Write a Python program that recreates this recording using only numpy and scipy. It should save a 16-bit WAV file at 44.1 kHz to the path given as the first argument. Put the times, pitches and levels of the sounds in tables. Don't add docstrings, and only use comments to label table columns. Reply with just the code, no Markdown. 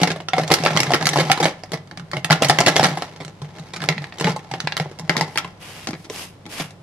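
import sys
import numpy as np
from scipy import signal
from scipy.fft import rfft, irfft
from scipy.io import wavfile
from scipy.ndimage import uniform_filter1d

SR = 44100
rng = np.random.default_rng(int(sys.argv[2]) if len(sys.argv) > 2 else 0)


def store_pcm(level_fs):
    pcm = np.round(np.clip(level_fs, -1, 1) * 32767).astype(np.int16)
    wavfile.write(sys.argv[1], SR, np.atleast_2d(pcm).T)


N = 300762
TIME = np.arange(N) / SR
RING_SAMPLES, CRACK_SAMPLES = 4400, SR // 125
BUSY_DB, SETTLE_DB = -30, -2

# low edge in Hz, high edge in Hz.
BANDS = [(230, 1100), (1100, 2600), (2600, 5500), (5500, 15500)]
# start in seconds, level in dB, weight in dB, sharpness in dB, boom in dB, belly ring in dB,
# scatter in seconds, then the pitches of knock, clack and snap in Hz.
LANDINGS = [(0.016, -27.0, 12, 7.5, -13.5, -24.0, 0.011, 290.0, 2260.0, 2750.0),
            (0.033, -15.5, -15, 3, -33, -7.5, 0.0032, 686, 1390, 2750),
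            (0.074, -25, 3, 2, -27, -28, 0.0063, 350.0, 1630.0, 2750.0),
            (0.104, -26, 2, -1, -22.5, -22.0, 0.0079, 367, 2500.0, 3400.0),
            (0.116, -29.5, -3, 1, -42, -35.0, 0.003, 350.0, 2500.0, 3430.0),
            (0.161, -41.5, 16.5, 5.0, -29, -42.0, 0.0055, 620.0, 1170.0, 3360.0),
            (0.203, -39.5, 10, 0.0, -47, -29, 0.002, 340.0, 1230.0, 2810.0),
            (0.286, -26.5, -13, 2.5, -43, -30, 0.0036, 1050.0, 1300, 2720),
            (0.3338, -22, 2.5, -5, -25, -4.5, 0.0008, 840, 2340, 3270),
            (0.366, -37, 4, 4, -50, -12.5, 0.0022, 750.0, 2230.0, 3550.0),
            (0.382, -24, 7, -7, -23, -11, 0.005, 497, 1170.0, 4560),
            (0.397, -32, 9, 0, -39, -13, 0.00064, 620.0, 1170.0, 4960.0),
            (0.435, -32, 4.0, -1, -39, -23, 0.0042, 650.0, 2470.0, 4060.0),
            (0.478, -32.5, -5.0, 9.5, -45.0, -27, 0.0041, 640.0, 1790.0, 3880.0),
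            (0.504, -27.5, 13, 3, -17, -31.0, 0.0096, 490.0, 2140.0, 4960.0),
            (0.5142, -19.5, 9.5, -2, -41, -14.0, 0.0006, 516, 2140.0, 3800.0),
            (0.5184, -18.5, -9, 10, -42, -30.0, 0.0006, 520.0, 2200.0, 5010.0),
            (0.5276, -23.0, -11, 1.0, -45.0, -35.0, 0.001, 310.0, 2140.0, 5180.0),
            (0.539, -15, -30.0, 10, -25.0, -25.0, 0.002, 830.0, 2200.0, 4900.0),
            (0.587, -34, 0, 4, -40.0, -28, 0.004, 480.0, 1680.0, 3880.0),
            (0.637, -27.5, 3.5, 7, -28, -14, 0.0052, 570.0, 1370.0, 5300.0),
            (0.651, -26, 4.5, 4, -42, -30.0, 0.0047, 610.0, 2030.0, 2780.0),
            (0.6616, -16.0, 3, -5, -28.0, -31, 0.00089, 640.0, 2000, 2780.0),
            (0.68, -27, 0.0, -11, -32.0, -18, 0.0051, 870.0, 1700.0, 4440.0),
            (0.706, -33.0, 7, -17, -21, -9.5, 0.0049, 640.0, 1370.0, 3070.0),
            (0.765, -22, 6, 1, -24, -18, 0.0024, 1040, 1280.0, 3180.0),
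            (0.7728, -17.0, -14, 3.5, -32, -36.0, 0.0021, 740.0, 2230.0, 3200),
            (0.792, -27.5, 1, 2, -33, -30.0, 0.0033, 580.0, 2410.0, 5180.0),
            (0.803, -19, -0.5, 9, -20, -21, 0.0034, 260.0, 2370.0, 5170),
            (0.832, -21.5, -32, 6.5, -40.0, -40.0, 0.0013, 260.0, 2500.0, 2750.0),
            (0.868, -29, -9, -7, -33, -30.0, 0.0056, 1050.0, 1170.0, 2750.0),
            (0.906, -32, 16, 6.5, -23.5, -10.5, 0.0044, 640.0, 1170.0, 5300.0),
            (0.919, -27, 7.5, 7, -31, -30.0, 0.00057, 260.0, 2090.0, 2750.0),
            (0.936, -16, -0.5, -4.0, -34.0, -30.0, 0.0025, 395, 1980.0, 2780.0),
            (0.944, -21, 3.5, 4.0, -21.5, -7.5, 0.0043, 370.0, 1420.0, 5300.0),
            (1.011, -29.0, 10.5, -8, -22.0, -24, 0.0051, 443, 1510.0, 3210.0),
            (1.026, -27, 2, 2, -26, -19, 0.0027, 310.0, 1380.0, 3290.0),
            (1.0559, -23, -13.0, 8.5, -19, -31, 0.003, 960.0, 2310.0, 5300.0),
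            (1.069, -15.5, -20.0, 5.5, -29, -13, 0.0011, 260.0, 2280, 5300.0),
            (1.09, -23.5, -25.0, 12, -47.0, -37.0, 0.00049, 1050.0, 1810.0, 3320.0),
            (1.134, -26, -4, 5, -45, -16, 0.01, 720.0, 1720.0, 3880.0),
            (1.159, -29.5, 16.5, 3, -16.5, -12, 0.001, 606, 1170.0, 5180.0),
            (1.174, -25.0, 3, 4, -35.0, -30.0, 0.003, 500.0, 1720.0, 2750.0),
            (1.186, -22.5, 11, 0.0, -17, -24, 0.0032, 500.0, 1700.0, 3290.0),
            (1.201, -23, 5, 2, -19, -24, 0.017, 495, 1490.0, 4640.0),
            (1.2992, -23.0, 5, -6, -20, -4, 0.0009, 740, 2440.0, 2750.0),
            (1.3155, -21, -20.0, 11, -50.0, -40.0, 0.00035, 850.0, 2410.0, 3040.0),
            (1.3167, -14, -17, 4, -49.0, -30.0, 0.0012, 850.0, 2410.0, 3040.0),
            (1.331, -32, -5.0, -2, -43, -35.0, 0.002, 380.0, 1660.0, 3210.0),
            (1.376, -32, 9, 3.0, -42, -35.0, 0.0061, 1050.0, 1170.0, 3750.0),
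            (1.403, -27, 11, 5, -23.0, -19, 0.0094, 586, 1170.0, 5070.0),
            (1.43, -22, 3, 3, -21, -25.0, 0.014, 870.0, 1260.0, 3460),
            (1.443, -23.5, -2, 7.5, -36, -27, 0.0028, 520.0, 1630.0, 4850.0),
            (1.4549, -20.5, 9.5, 0, -43, -34, 0.0019, 530, 1570.0, 2910.0),
            (1.636, -40, 7.5, 8, -53.0, -29, 0.0033, 260.0, 1220.0, 5100),
            (1.719, -32, -0.5, 5, -31, -19, 0.0033, 410.0, 1400.0, 3590.0),
            (1.735, -30.5, 9, 3.5, -24.5, -19.5, 0.0097, 390.0, 1690, 5180.0),
            (1.874, -53, -7, 4.0, -57, -55.0, 0.0011, 260.0, 1420.0, 4850.0),
            (1.912, -40.5, 0, -2, -37.0, -34, 0.0039, 260.0, 1770.0, 3180.0),
            (1.974, -35.5, -8, 1, -32, -40, 0.0037, 260.0, 2500.0, 2750.0),
            (1.997, -39, -2, -1, -47, -54.0, 0.002, 426, 1300, 2780.0),
            (2.115, -36, -25.0, 5.5, -60.0, -43.0, 0.0014, 1050.0, 2500.0, 4240.0),
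            (2.134, -30, 4.5, -11, -27, -26, 0.008, 325, 1810, 2750.0),
            (2.168, -30.5, 3, 1, -23, -29, 0.0044, 640.0, 1530.0, 2750.0),
            (2.246, -22, -14, 6, -26.5, -18, 0.0026, 980.0, 1370.0, 4670),
            (2.301, -24.5, -10, -13, -12.5, -13, 0.0036, 740.0, 1260.0, 3800.0),
            (2.307, -16.0, 4.0, -5, -17.5, -7.5, 0.0037, 746, 1270, 3880.0),
            (2.318, -21.0, 1.5, 10, -32, -30.0, 0.005, 1030.0, 1400.0, 3930.0),
            (2.327, -16, -9, -1, -29, -12, 0.005, 390.0, 1410, 3970.0),
            (2.422, -21.5, 11.5, 10.5, -23, -13, 0.0022, 530.0, 1400.0, 2860),
            (2.433, -22.5, -1, 4, -35.0, -30.0, 0.006, 290.0, 1770.0, 2810.0),
            (2.447, -21.5, 4, 6, -19, -25.0, 0.0078, 530.0, 1740.0, 5300.0),
            (2.485, -29.5, -6, 17, -24, -39, 0.0084, 260.0, 1230.0, 2970.0),
            (2.497, -14, 4, 3.5, -17, -4, 0.004, 690, 1250.0, 2970.0),
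            (2.587, -14, -4, 0.5, -17, -18.0, 0.0026, 700.0, 1740.0, 2730),
            (2.604, -24.0, 6, 15, -23, -3.5, 0.0031, 670.0, 1370.0, 4340.0),
            (2.61, -21.5, 5.5, -4, -23, -9.0, 0.0011, 300.0, 1380.0, 4360),
            (2.663, -17.5, 3, 5.5, -19, -23, 0.0047, 260.0, 1230.0, 2940.0),
            (2.671, -17.5, 5, 3, -31, -9.0, 0.004, 260.0, 1220.0, 2750.0),
            (2.682, -15.5, 1, 4, -24, -23.0, 0.0075, 890.0, 2140, 2750.0),
            (2.759, -24.5, 6, 1, -23, -9.5, 0.0015, 640.0, 1910.0, 3550.0),
            (2.7643, -15.5, -0.5, 8.0, -41.0, -34.0, 0.00087, 670.0, 1880, 3570),
            (2.78, -29.5, 6, 9, -43, -30.0, 0.0087, 640.0, 1770.0, 4850.0),
            (2.796, -19.5, 7, -4, -18.0, -3, 0.0054, 695, 1370.0, 4590.0),
            (2.83, -24.5, 11, 5.0, -37, -30.0, 0.0044, 300.0, 1170.0, 4010.0),
            (2.838, -19.5, 1, 3.5, -35.0, -30.0, 0.0027, 300.0, 1170.0, 3970.0),
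            (2.844, -16, 1, 2.5, -19, -8.5, 0.003, 810.0, 1170.0, 4640.0),
            (2.854, -20.5, -2, 0, -30, -19, 0.0026, 610.0, 2090.0, 3290.0),
            (2.867, -31, -8, 10, -40.0, -28, 0.004, 260.0, 2090.0, 3110.0),
            (2.973, -36.5, 12, 5, -30, -19, 0.0099, 764, 2170.0, 5300.0),
            (3.022, -28, 0, -1, -41, -16.5, 0.0017, 694, 1170.0, 3040.0),
            (3.162, -46, 6, 9, -45, -55.0, 0.0015, 790.0, 1680.0, 2940.0),
            (3.207, -40, 12, 0, -33, -42.0, 0.022, 420, 1740.0, 3970.0),
            (3.249, -39, -8.0, 7, -33, -60, 0.0017, 330.0, 2280.0, 3360.0),
            (3.28, -44.5, 5.5, 9, -53.0, -46.0, 0.0012, 260.0, 1190.0, 3140.0),
            (3.418, -44, 11.5, 7.5, -25.5, -44, 0.0068, 262, 1170.0, 3800.0),
            (3.596, -46.5, -4, 10, -37, -42, 0.0043, 930.0, 1170.0, 3970.0),
            (3.738, -35, -3, 5.5, -35.0, -42.0, 0.011, 960.0, 2500.0, 3970.0),
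            (3.763, -32.5, -13, 4, -34.0, -44.0, 0.0092, 360.0, 2220, 4360),
            (3.804, -37, -6.0, -7.0, -27, -42.0, 0.002, 260.0, 2010.0, 4390.0),
            (3.819, -30.5, 1.5, -1.0, -27, -36.0, 0.007, 450.0, 1720.0, 4390.0),
            (3.839, -29, 1, 2, -25, -34, 0.0025, 890, 1280.0, 4900.0),
            (3.86, -43, 4, 8, -38, -44.0, 0.0026, 260.0, 2090.0, 4740.0),
            (3.8883, -15.5, -3.5, -0.5, -16.5, -23, 0.0012, 264, 2200.0, 2750.0),
            (4.021, -43.5, 6, 3, -41, -49, 0.0036, 307, 1930.0, 4540.0),
            (4.185, -39, -7, 11, -50.0, -50.0, 0.0015, 260.0, 2500.0, 5300.0),
            (4.199, -33, 0, 8.5, -36.0, -42.0, 0.0064, 550.0, 1170.0, 5300.0),
            (4.21, -29.5, 10, 8, -23, -26, 0.003, 547, 1170.0, 4500),
            (4.244, -23.5, 2, -2, -13, -18, 0.0052, 260.0, 2110.0, 3630.0),
            (4.271, -25.5, 2.5, -14, -16.5, -6.5, 0.0016, 473, 1400.0, 2750.0),
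            (4.363, -39, 13.5, 10.5, -44.0, -25, 0.0066, 1050.0, 1170.0, 3670),
            (4.514, -34.5, 1, 1, -27, -31, 0.0065, 810.0, 2210, 5300.0),
            (4.538, -30.5, 5.5, -4, -31, -24.0, 0.0003, 760, 1710, 3010.0),
            (4.603, -28, -20, 7, -53, -33, 0.0005, 1040, 2440, 3920),
            (4.768, -25, -4.5, 3, -36, -30, 0.00035, 1050.0, 1880.0, 4290.0),
            (4.776, -28, -22, 3, -47, -38.0, 0.001, 1050.0, 1540, 4200.0),
            (4.799, -26.5, 5.5, -3.0, -16.5, -42.0, 0.0037, 744, 2060.0, 3160),
            (4.858, -56, 25, -10.0, -27, -45.0, 0.0005, 372, 1170.0, 3110.0),
            (4.914, -49.5, 15, 8, -56.0, -49.0, 0.0008, 470.0, 1330.0, 3110.0),
            (4.988, -42.5, 2, 11.5, -41, -47, 0.0014, 260.0, 2470.0, 5300.0),
            (4.996, -41.0, 7, 12, -31, -47.0, 0.0034, 260.0, 1700.0, 5300.0),
            (5.095, -17, -0.5, -5, -19.5, -26, 0.0019, 313, 1440, 3280),
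            (5.167, -22.5, -3, 5, -19, -22, 0.0027, 370.0, 1460.0, 4340.0),
            (5.177, -29, 4, 3.0, -36, -35.0, 0.0038, 390.0, 1400.0, 4540.0),
            (5.21, -22, 3.5, 3.5, -20.5, -7, 0.0016, 860, 1930.0, 3150),
            (5.358, -32, 1, -1.0, -32, -17, 0.0041, 1000.0, 1930.0, 4290.0),
            (5.375, -19.5, -18.0, 3, -51, -42, 0.00073, 1000.0, 1980.0, 3360.0),
            (5.383, -20.5, -21, 4, -54, -23, 0.0012, 1050.0, 2500.0, 3320.0),
            (5.446, -37.5, 8, 1, -31.5, -37, 0.0071, 1040, 1160, 2750.0)]
# start in seconds, click level in dB,
# sharpness in dB, cap knock in dB, pitch factor of that knock, scatter in seconds.
CATCHES = [(5.872, -30.5, 9.5, -29, 1.1, 0.00032), (5.887, -34.5, 5, -22, 1, 0.0041),
           (5.908, -40, 8, -43, 0.71, .0004), (5.932, -38, -10, -23.5, 0.79, 0.00081),
           (5.939, -42.5, 2, -36, 1.1, 0.00089), (5.951, -45.5, -7, -40, 0.9, 0.00071),
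           (6.047, -47.5, 7, -49, 1.6, 0.017), (6.099, -38, 11, -25.5, 2.02, 0.00033),
           (6.455, -46, -1, -29, 0.71, 0.0023), (6.464, -41, 4, -40, 1.1, .002),
           (6.599, -32, 3, -26.5, 1.17, 0.016), (6.707, -49, 11, -56, 0.89, 0.0017)]


def from_db(db):
    return 10 ** (np.asarray(db) / 20)


def unit_rms(x):
    return x / np.sqrt(np.mean(x ** 2) + 1e-20)


def flutter(size, smoothing):
    return unit_rms(uniform_filter1d(rng.standard_normal(size), size=smoothing))


def at_hz(curve, hz):
    curve_hz, db = np.transpose(curve)
    return np.interp(np.log(hz + 0.0012), np.log(curve_hz), db)


def nearness(hz, centre_hz, octaves):
    return np.exp(-.5 * (np.log2(hz / centre_hz) / octaves) ** 2)


def add(out, sound, start_s):
    i = max(int(start_s * SR), 0)
    part = sound[..., :max(N - i, 0)]
    out[..., i:i + part.shape[-1]] += part


def cut(x, hz, kind, order=2):
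    return signal.sosfilt(signal.butter(order, min(hz, .45 * SR), kind, fs=SR, output="sos"), x)


def diffuse(curve, size, apart_hz):
    hz = np.arange(size // 2 + 1) * SR / size
    mid, side = rfft(rng.standard_normal((2, size)))
    alike = 1 / (1 + (hz / apart_hz) ** 2)
    pair = np.sqrt(1 + alike) * mid + np.sqrt(1 - alike) * side * [[1], [-1]]
    return unit_rms(irfft(pair * from_db(at_hz(curve, hz)), size))


def room_tone(hum_hz=100, hum_db=-51.5, air_db=-45):
    # frequency in Hz, relative level in dB.
    air_colour = [(25, -1), (60, 2.5), (110, 7), (160, 18), (250, 2), (600, 1.5), (1500, -9.5),
                  (4000, -16.5), (9000, -25.5), (12000, -30), (13500, -40), (16000, -65)]
    hum = from_db(hum_db) * np.sqrt(2) * np.sin(2 * np.pi * hum_hz * TIME)
    return hum + from_db(air_db) * diffuse(air_colour, N, apart_hz=706)


def room_reverb(x, wet_db=-10, low_t60=0.32, high_t60=0.064, build_s=0.0051):
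    # frequency in Hz, relative level in dB.
    colour = [(100, -10), (300, -9.5), (700, -7.5), (2000, 2), (6000, 4.5), (15000, 4.5)]
    t = np.arange(SR // 2) / SR
    noise = diffuse(colour, len(t), apart_hz=1570)
    low = cut(noise, 780, "low", order=1)
    tail = low * from_db(-60 * t / low_t60) + (noise - low) * from_db(-60 * t / high_t60)
    tail *= 1 - np.exp(-(t / build_s) ** 2)
    tail /= np.sqrt(np.sum(tail ** 2) / 2)
    return from_db(wet_db) * signal.fftconvolve(x, tail, axes=1)[:, :N]


def wall_lift(hz):
    # centre in Hz, width in Hz, lift in dB.
    resonances = [(296.5, 66, 5.5), (385, 27, 6.5), (578, 6.5, 3), (634, 46, 6.5), (763, 23, 5),
                  (798, 145, 7.5), (844, 30, 8), (1036, 117, 10.5), (1321, 71, 7), (1742, 86, 6.5),
                  (1780, 24, -2.5), (1910, 290, 0), (2164, 520, 7.5), (3130, 40, 4.5), (3920, 79, 1.5),
                  (4940, 190, -1.5)]
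    return sum(lift / (1 + (2 * (hz - centre) / width) ** 2) for centre, width, lift in resonances)


def heap_motion(at_s, settle_db, slip_db=None, rise_s=0.0052, settle_db_per_s=311, slip_db_per_s=900):
    # time in seconds, level in dB.
    stir = [(0.0, -22), (0.19, -48), (0.36, -58), (0.51, -27.5), (0.87, -28.5), (1.33, -28), (1.52, -39.5),
            (1.92, -54), (2.09, -47.5), (2.49, -32), (2.7, -30), (2.89, -26.5), (3.02, -35), (3.3, -45),
            (3.55, -41.5), (3.95, -38), (4.33, -42.5), (4.75, -36.5), (4.92, -43.5), (5.32, -35.5),
            (5.39, -43), (6.82, -56)]
    # middle in seconds, half length in seconds, level in dB.
    slides = [(0.74, 0.026, -23.5), (3.578, 0.017, -34), (3.83, 0.029, -34), (4.216, 0.029, -35),
              (4.289, 0.029, -20.5), (5.195, 0.0069, -22.5)]
    since = at_s[:, None] - np.array(LANDINGS)[:, 0]
    settling = np.clip(since / rise_s, 0, 1) * from_db(settle_db - settle_db_per_s * np.abs(since))
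    slipping = 0 if slip_db is None else (since < 0) * from_db(slip_db - slip_db_per_s * np.abs(since))
    sliding = sum(from_db(db) * np.exp(-.5 * ((at_s - s) / half) ** 2) for s, half, db in slides)
    stirring = from_db(np.interp(at_s, *np.transpose(stir)))
    return np.sqrt(stirring ** 2 + sliding ** 2 + np.sum((settling + slipping) ** 2, axis=1))


def rubbing(busy_level_db=-41, waver_db=0.5):
    # frequency in Hz, relative level in dB.
    rub_colour = [(100, -14), (300, 5.5), (700, 3.5), (1200, 1.5), (2500, -6), (5000, -3), (8000, -22.5),
                  (11500, -31), (13500, -30), (16000, -65)]
    slots = np.arange(0, TIME[-1], 1 / 200)
    motion = heap_motion(slots, np.array(LANDINGS)[:, 1] + SETTLE_DB) / from_db(BUSY_DB)
    pressure = from_db(waver_db * flutter(len(slots), smoothing=5))
    hz = np.geomspace(100, SR / 2, 600)
    colour = np.transpose([hz, at_hz(rub_colour, hz) + wall_lift(hz)])
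    swell = from_db(busy_level_db) * np.interp(TIME, slots, pressure * motion)
    return swell * diffuse(colour, N, apart_hz=1380)


def finger_squeak(start_s=5.15, length_s=0.019, level_db=-21.5):
    start_hz, end_hz, glide_s, roughness = 1000, 900, 0.0035, 0.24
    t = np.arange(SR // 20) / SR
    hz = end_hz + (start_hz - end_hz) * np.exp(-t / glide_s)
    hz *= 1 + roughness * flutter(len(t), smoothing=40)
    swell = np.sin(np.pi * np.minimum(t / length_s, 1))
    out = np.zeros(N)
    add(out, from_db(level_db) * swell * np.sin(2 * np.pi * np.cumsum(hz) / SR), start_s)
    return out


def wall_pops(crack_t60=0.03, ring_t60=0.034, ring_db=-12, click_hz=2000, click_db=8.5):
    # start in seconds, level in dB.
    pops = [(3.924, -31), (3.98, -27), (4.042, -30.5), (4.124, -36), (4.6731, -17), (4.7222, -21.5)]
    # frequency in Hz, relative level in dB.
    colour = [(200, -31), (500, -25), (800, 2), (1300, -13), (1750, 4), (2200, 2), (2900, -6.5),
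              (4300, -3.5), (6000, -21), (12000, -45), (16000, -58)]
    t = np.arange(RING_SAMPLES) / SR
    fade = from_db(-60 * t / crack_t60) + from_db(ring_db - 60 * t / ring_t60)
    click = np.sin(2 * np.pi * click_hz * t) * np.exp(-click_hz * t / 2)
    out = np.zeros((2, N))
    for start_s, db in pops:
        burst = diffuse(colour, len(t), apart_hz=2960) * fade
        burst /= np.sqrt(np.mean(burst[:, :CRACK_SAMPLES] ** 2))
        add(out, from_db(db) * (burst + from_db(click_db) * click), start_s)
    return cut(out, 10000, "low", order=4)


def thuds(blows, modes, gain_db, rise_s, detune, spread_db=3):
    t = np.arange(SR // 3) / SR
    hz, db, t60 = np.transpose(modes)[:, :, None]
    out = np.zeros(N)
    for start_s, blow_db, pitch in blows:
        strength, phase, tuning = rng.standard_normal((3, len(modes), 1))
        waves = np.sin(2 * np.pi * hz * pitch * (1 + detune * tuning) * t + 1.41 * phase)
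        fades = from_db(db + spread_db * strength - 60 * t / t60)
        ring = np.sum(fades * waves, 0) * (1 - np.exp(-t / rise_s))
        add(out, ring / np.abs(ring).max() * from_db(blow_db + gain_db), start_s)
    return out


def bottle_boom():
    # frequency in Hz, level in dB, time to fall 60 dB in seconds.
    modes = [(117, -29, .12), (146, -3, .33), (155, 11, .12), (173.4, -10, .28), (223, 1, .05),
             (255, -3, .045)]
    # start in seconds, level in dB.
    bumps = [(.412, -22), (.597, -21), (.748, -15.5), (.874, -21), (1.253, -22), (2.013, -31), (2.395, -33),
             (2.911, -21), (3.591, -33), (3.963, -22.5), (4.639, -23), (5.029, -29), (5.89, -28),
             (6.6, -26)]
    jolts = [(s, boom_db, 1) for s, _, _, _, boom_db, *_ in LANDINGS] + [(s, db, 1) for s, db in bumps]
    return thuds(jolts, modes, gain_db=2.5, rise_s=0.011, detune=0.047)


def belly_ring(focus_db=12, focus_octaves=.2):
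    # frequency in Hz, level in dB, time to fall 60 dB in seconds.
    belly_modes = [(386, -11, 0.068), (550, -11, 0.083), (726, 0, 0.079), (766.2, 0, 0.098),
                   (852, -6, 0.035)]
    # time in seconds, pitch factor.
    grip = [(.3, 1.01), (.8, 0.96), (1.3, 1.023), (2.4, 0.99), (2.85, 1), (4.5, 1.17), (5.2, 1.15)]
    hz, db, t60 = np.transpose(belly_modes)
    out = np.zeros(N)
    for s, _, _, _, _, ring_db, _, knock_hz, *_ in LANDINGS:
        pitch = np.interp(s, *np.transpose(grip))
        modes = np.transpose([hz, db + focus_db * nearness(hz * pitch, knock_hz, focus_octaves), t60])
        out += thuds([(s, ring_db, pitch)], modes, gain_db=-4.5, rise_s=0.0003, detune=0.013)
    return out


def cap_knocks():
    # frequency in Hz, level in dB, time to fall 60 dB in seconds.
    modes = [(212, 13.5, 0.046), (244, 7.5, 0.038), (318, -1, 0.052), (452, -20, 0.1), (490, -6, 0.05)]
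    knocks = [(s, knock_db, pitch) for s, _, _, knock_db, pitch, _ in CATCHES]
    return thuds(knocks, modes, gain_db=2.5, rise_s=0.0015, detune=0.033)


def thread_rasp(rasp_db=2.5, hiss_db=3, split_hz=3450, grain_db=2.4, release_db_per_s=280):
    # start, attack and hold in seconds, level in dB, extra hiss in dB.
    twists = [(5.26, 0.076, 0.043, -58, 3.5), (5.594, 0.031, 0.22, -43.5, -4.5),
              (5.93, 0.053, 0.065, -63.5, 5.5), (6.089, 0.07, 0.076, -39, -0.5),
              (6.485, 0.037, 0.029, -39, -2), (6.555, 0.045, 0.014, -34, -4.5)]
    # frequency in Hz, relative level in dB.
    colour = [(180, -8), (300, 1.5), (587, -1.5), (714, -0.5), (775, 0.5), (1090, -0.5), (1400, -2.5),
              (2780, 2), (4320, -4), (4770, -1), (7180, -7), (11400, -7), (13500, -17), (15000, -31)]
    slips = from_db(grain_db * flutter(N, smoothing=40))
    friction = diffuse(colour, N, apart_hz=1550) * slips
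    rasp = unit_rms(cut(friction, split_hz, "low", order=3))
    hiss = unit_rms(cut(friction, split_hz, "high", order=3))
    out = np.zeros((2, N))
    for start, attack, hold, db, bright_db in twists:
        t = TIME - start
        speed = np.clip(t / attack, 0, 1) * from_db(-release_db_per_s * np.maximum(t - attack - hold, 0))
        out += speed * (rasp * from_db(db + rasp_db) + hiss * from_db(db + bright_db + hiss_db))
    return out


def strikes(lag_s, centre_hz, band, focus_db, crack_t60, ring_t60, ring_db, apart_hz, linger, comb_db):
    # frequency in Hz, relative level in dB.
    plastic = [(230, -6), (450, 1.5), (580, 2.5), (720, -2.5), (1000, -12), (1500, -6.5), (2100, -8),
               (2700, -14.5), (4800, -11.5), (6500, -14.5), (9000, -20.5), (12000, -23.5), (15500, -53)]
    low, high = band
    mode_count = 140
    t = np.arange(RING_SAMPLES) / SR
    hz = low + (high - low) * (np.arange(mode_count) + rng.random(mode_count)) / mode_count
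    wall_db = wall_lift(hz)
    sustain = ((np.sqrt(low * high) / hz) ** .5 * from_db(linger * wall_db))[:, None]
    fade = from_db(-60 * t / (crack_t60 * sustain)) + from_db(ring_db - 60 * t / (ring_t60 * sustain))
    phase = 2 * np.pi * hz[:, None] * t
    modes = fade * (1 - np.exp(-phase)) * np.exp(1j * phase)
    real, imag, skew, spot = rng.standard_normal((len(lag_s), 4, mode_count)).swapaxes(0, 1)
    nodes_db = comb_db * np.cos(4 * spot[:, :1] * np.log(hz))
    push = real + 1j * (imag - .17)
    near = nearness(hz, centre_hz[:, None], octaves=0.11)
    drive = push * from_db(at_hz(plastic, hz) + wall_db + nodes_db + focus_db * near)
    turn = np.pi * hz * lag_s[:, None] + skew * hz / (hz + apart_hz)
    pair = np.stack([((drive * np.exp(1j * side * turn)) @ modes).real for side in (-1, 1)], 1)
    return pair / np.sqrt(np.mean(pair[..., :CRACK_SAMPLES] ** 2, axis=(1, 2), keepdims=True))


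def contacts(lag_s, knock_hz, clack_hz, snap_hz, tick_hz=11200):
    knock = strikes(lag_s, knock_hz, BANDS[0], focus_db=8.5, crack_t60=0.01, ring_t60=0.12,
                    ring_db=-11.5, apart_hz=7960, linger=0.54, comb_db=-3)
    clack = strikes(lag_s, clack_hz, BANDS[1], focus_db=5, crack_t60=0.011, ring_t60=0.052,
                    ring_db=-6, apart_hz=1500, linger=0.45, comb_db=3)
    snap = strikes(lag_s, snap_hz, BANDS[2], focus_db=4, crack_t60=0.009, ring_t60=0.05,
                   ring_db=-9, apart_hz=2300, linger=0.2, comb_db=3)
    tick = strikes(lag_s, np.full(len(lag_s), tick_hz), BANDS[3], focus_db=0.5, crack_t60=0.023,
                   ring_t60=0.097, ring_db=-18.5, apart_hz=6170, linger=0.3, comb_db=4)
    return knock, clack, snap, tick


def doll_rattle(touches_per_s=420, spread_db=11, knock_db=-8.5, bright_db=-9.5, variants=40):
    snap_db, tick_db, lag_s, slot_s = -1.5, -7.5, 5e-5, 0.001
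    pitches = [low * (high / low) ** rng.random(variants) for low, high in BANDS[:3]]
    knock, clack, snap, tick = contacts(lag_s * (1 + 0.084 * rng.standard_normal(variants)), *pitches)
    touches = np.stack([knock, clack + from_db(snap_db) * snap + from_db(tick_db) * tick], 1)
    touches = cut(touches, 12700, "low", order=6)
    slots = np.arange(0, TIME[-1], slot_s)
    _, level, weight, *_ = np.transpose(LANDINGS)
    knock_motion = heap_motion(slots, level + SETTLE_DB + 0.79 * weight, slip_db=level + weight - 7)
    bright_motion = heap_motion(slots, level + SETTLE_DB + 0.85 * weight)
    density = np.minimum(bright_motion / from_db(BUSY_DB), 1) ** .9
    out = np.zeros((2, 2, N))
    for s, chance in zip(slots, touches_per_s * slot_s * density):
        luck, late, force, kind = rng.random(4)
        if luck < chance:
            add(out, touches[int(kind * variants)] * from_db(spread_db * force ** 2), s + late * slot_s)
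    knocks = unit_rms(out[0]) * from_db(knock_db) * np.interp(TIME, slots, knock_motion)
    bright = unit_rms(out[1]) * from_db(bright_db) * np.interp(TIME, slots, bright_motion)
    return knocks + bright


def clatter(clack_db=3, snap_db=1.17, tick_db=-9.5, lag_s=5.5e-5, pan_db=2, upright_s=5.05):
    catch_weight_db, catch_hz = 2.5, (302, 2340, 3420)
    extra_hits, extra_db, early_share = 7, -4.5, .25
    blows = [(s, db, weight, sharpness, *rest) for s, db, weight, sharpness, _, _, *rest in LANDINGS]
    blows += [(s, db, catch_weight_db, sharpness, scatter, *catch_hz)
              for s, db, sharpness, _, _, scatter in CATCHES]
    starts, level, weight, sharpness, scatter_s, *pitches = np.transpose(blows)
    side = np.where(starts < upright_s, 1, -1)
    lags = lag_s * (side + 0.28 * rng.standard_normal(len(starts)))
    shift_db = 0.22 * sharpness
    balance_db = (weight, clack_db - shift_db, snap_db + shift_db, tick_db + sharpness)
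    parts = contacts(lags, *pitches)
    knock, *upper = [part * from_db(level + db)[:, None, None] for part, db in zip(parts, balance_db)]
    hits = knock + sum(upper) * from_db(pan_db * side[:, None, None] * np.array([[-.5], [.5]]))
    tops_hz = 14400 + 123 * (level - level.max())
    out = np.zeros((2, N))
    for start_s, hit, top_hz, span_s in zip(starts, hits, tops_hz, scatter_s):
        hit = cut(hit, top_hz, "low", order=4)
        late, force = rng.random((2, extra_hits))
        crowd = span_s / (span_s + 0.0089)
        add(out, hit * np.sqrt(1 - crowd), start_s)
        for k in range(extra_hits):
            delay_s = span_s * ((k + late[k]) / extra_hits - early_share)
            add(out, hit * (-1) ** k * crowd * (.5 + force[k]) * from_db(extra_db), start_s + delay_s)
    return out


def scene():
    bottle = clatter() + doll_rattle() + wall_pops() + belly_ring() + rubbing()
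    bottle += bottle_boom() + cap_knocks()
    bottle = cut(bottle, 122, "high")
    bottle += thread_rasp() + finger_squeak()
    return bottle + room_reverb(bottle) + room_tone()


def record(dry, top_hz=15600):
    rounded = dry / (1 + dry ** 6) ** (1 / 6)
    return signal.sosfilt(signal.ellip(10, .1, 80, top_hz, fs=SR, output="sos"), rounded)


dry = scene()
out = record(dry)
store_pcm(out)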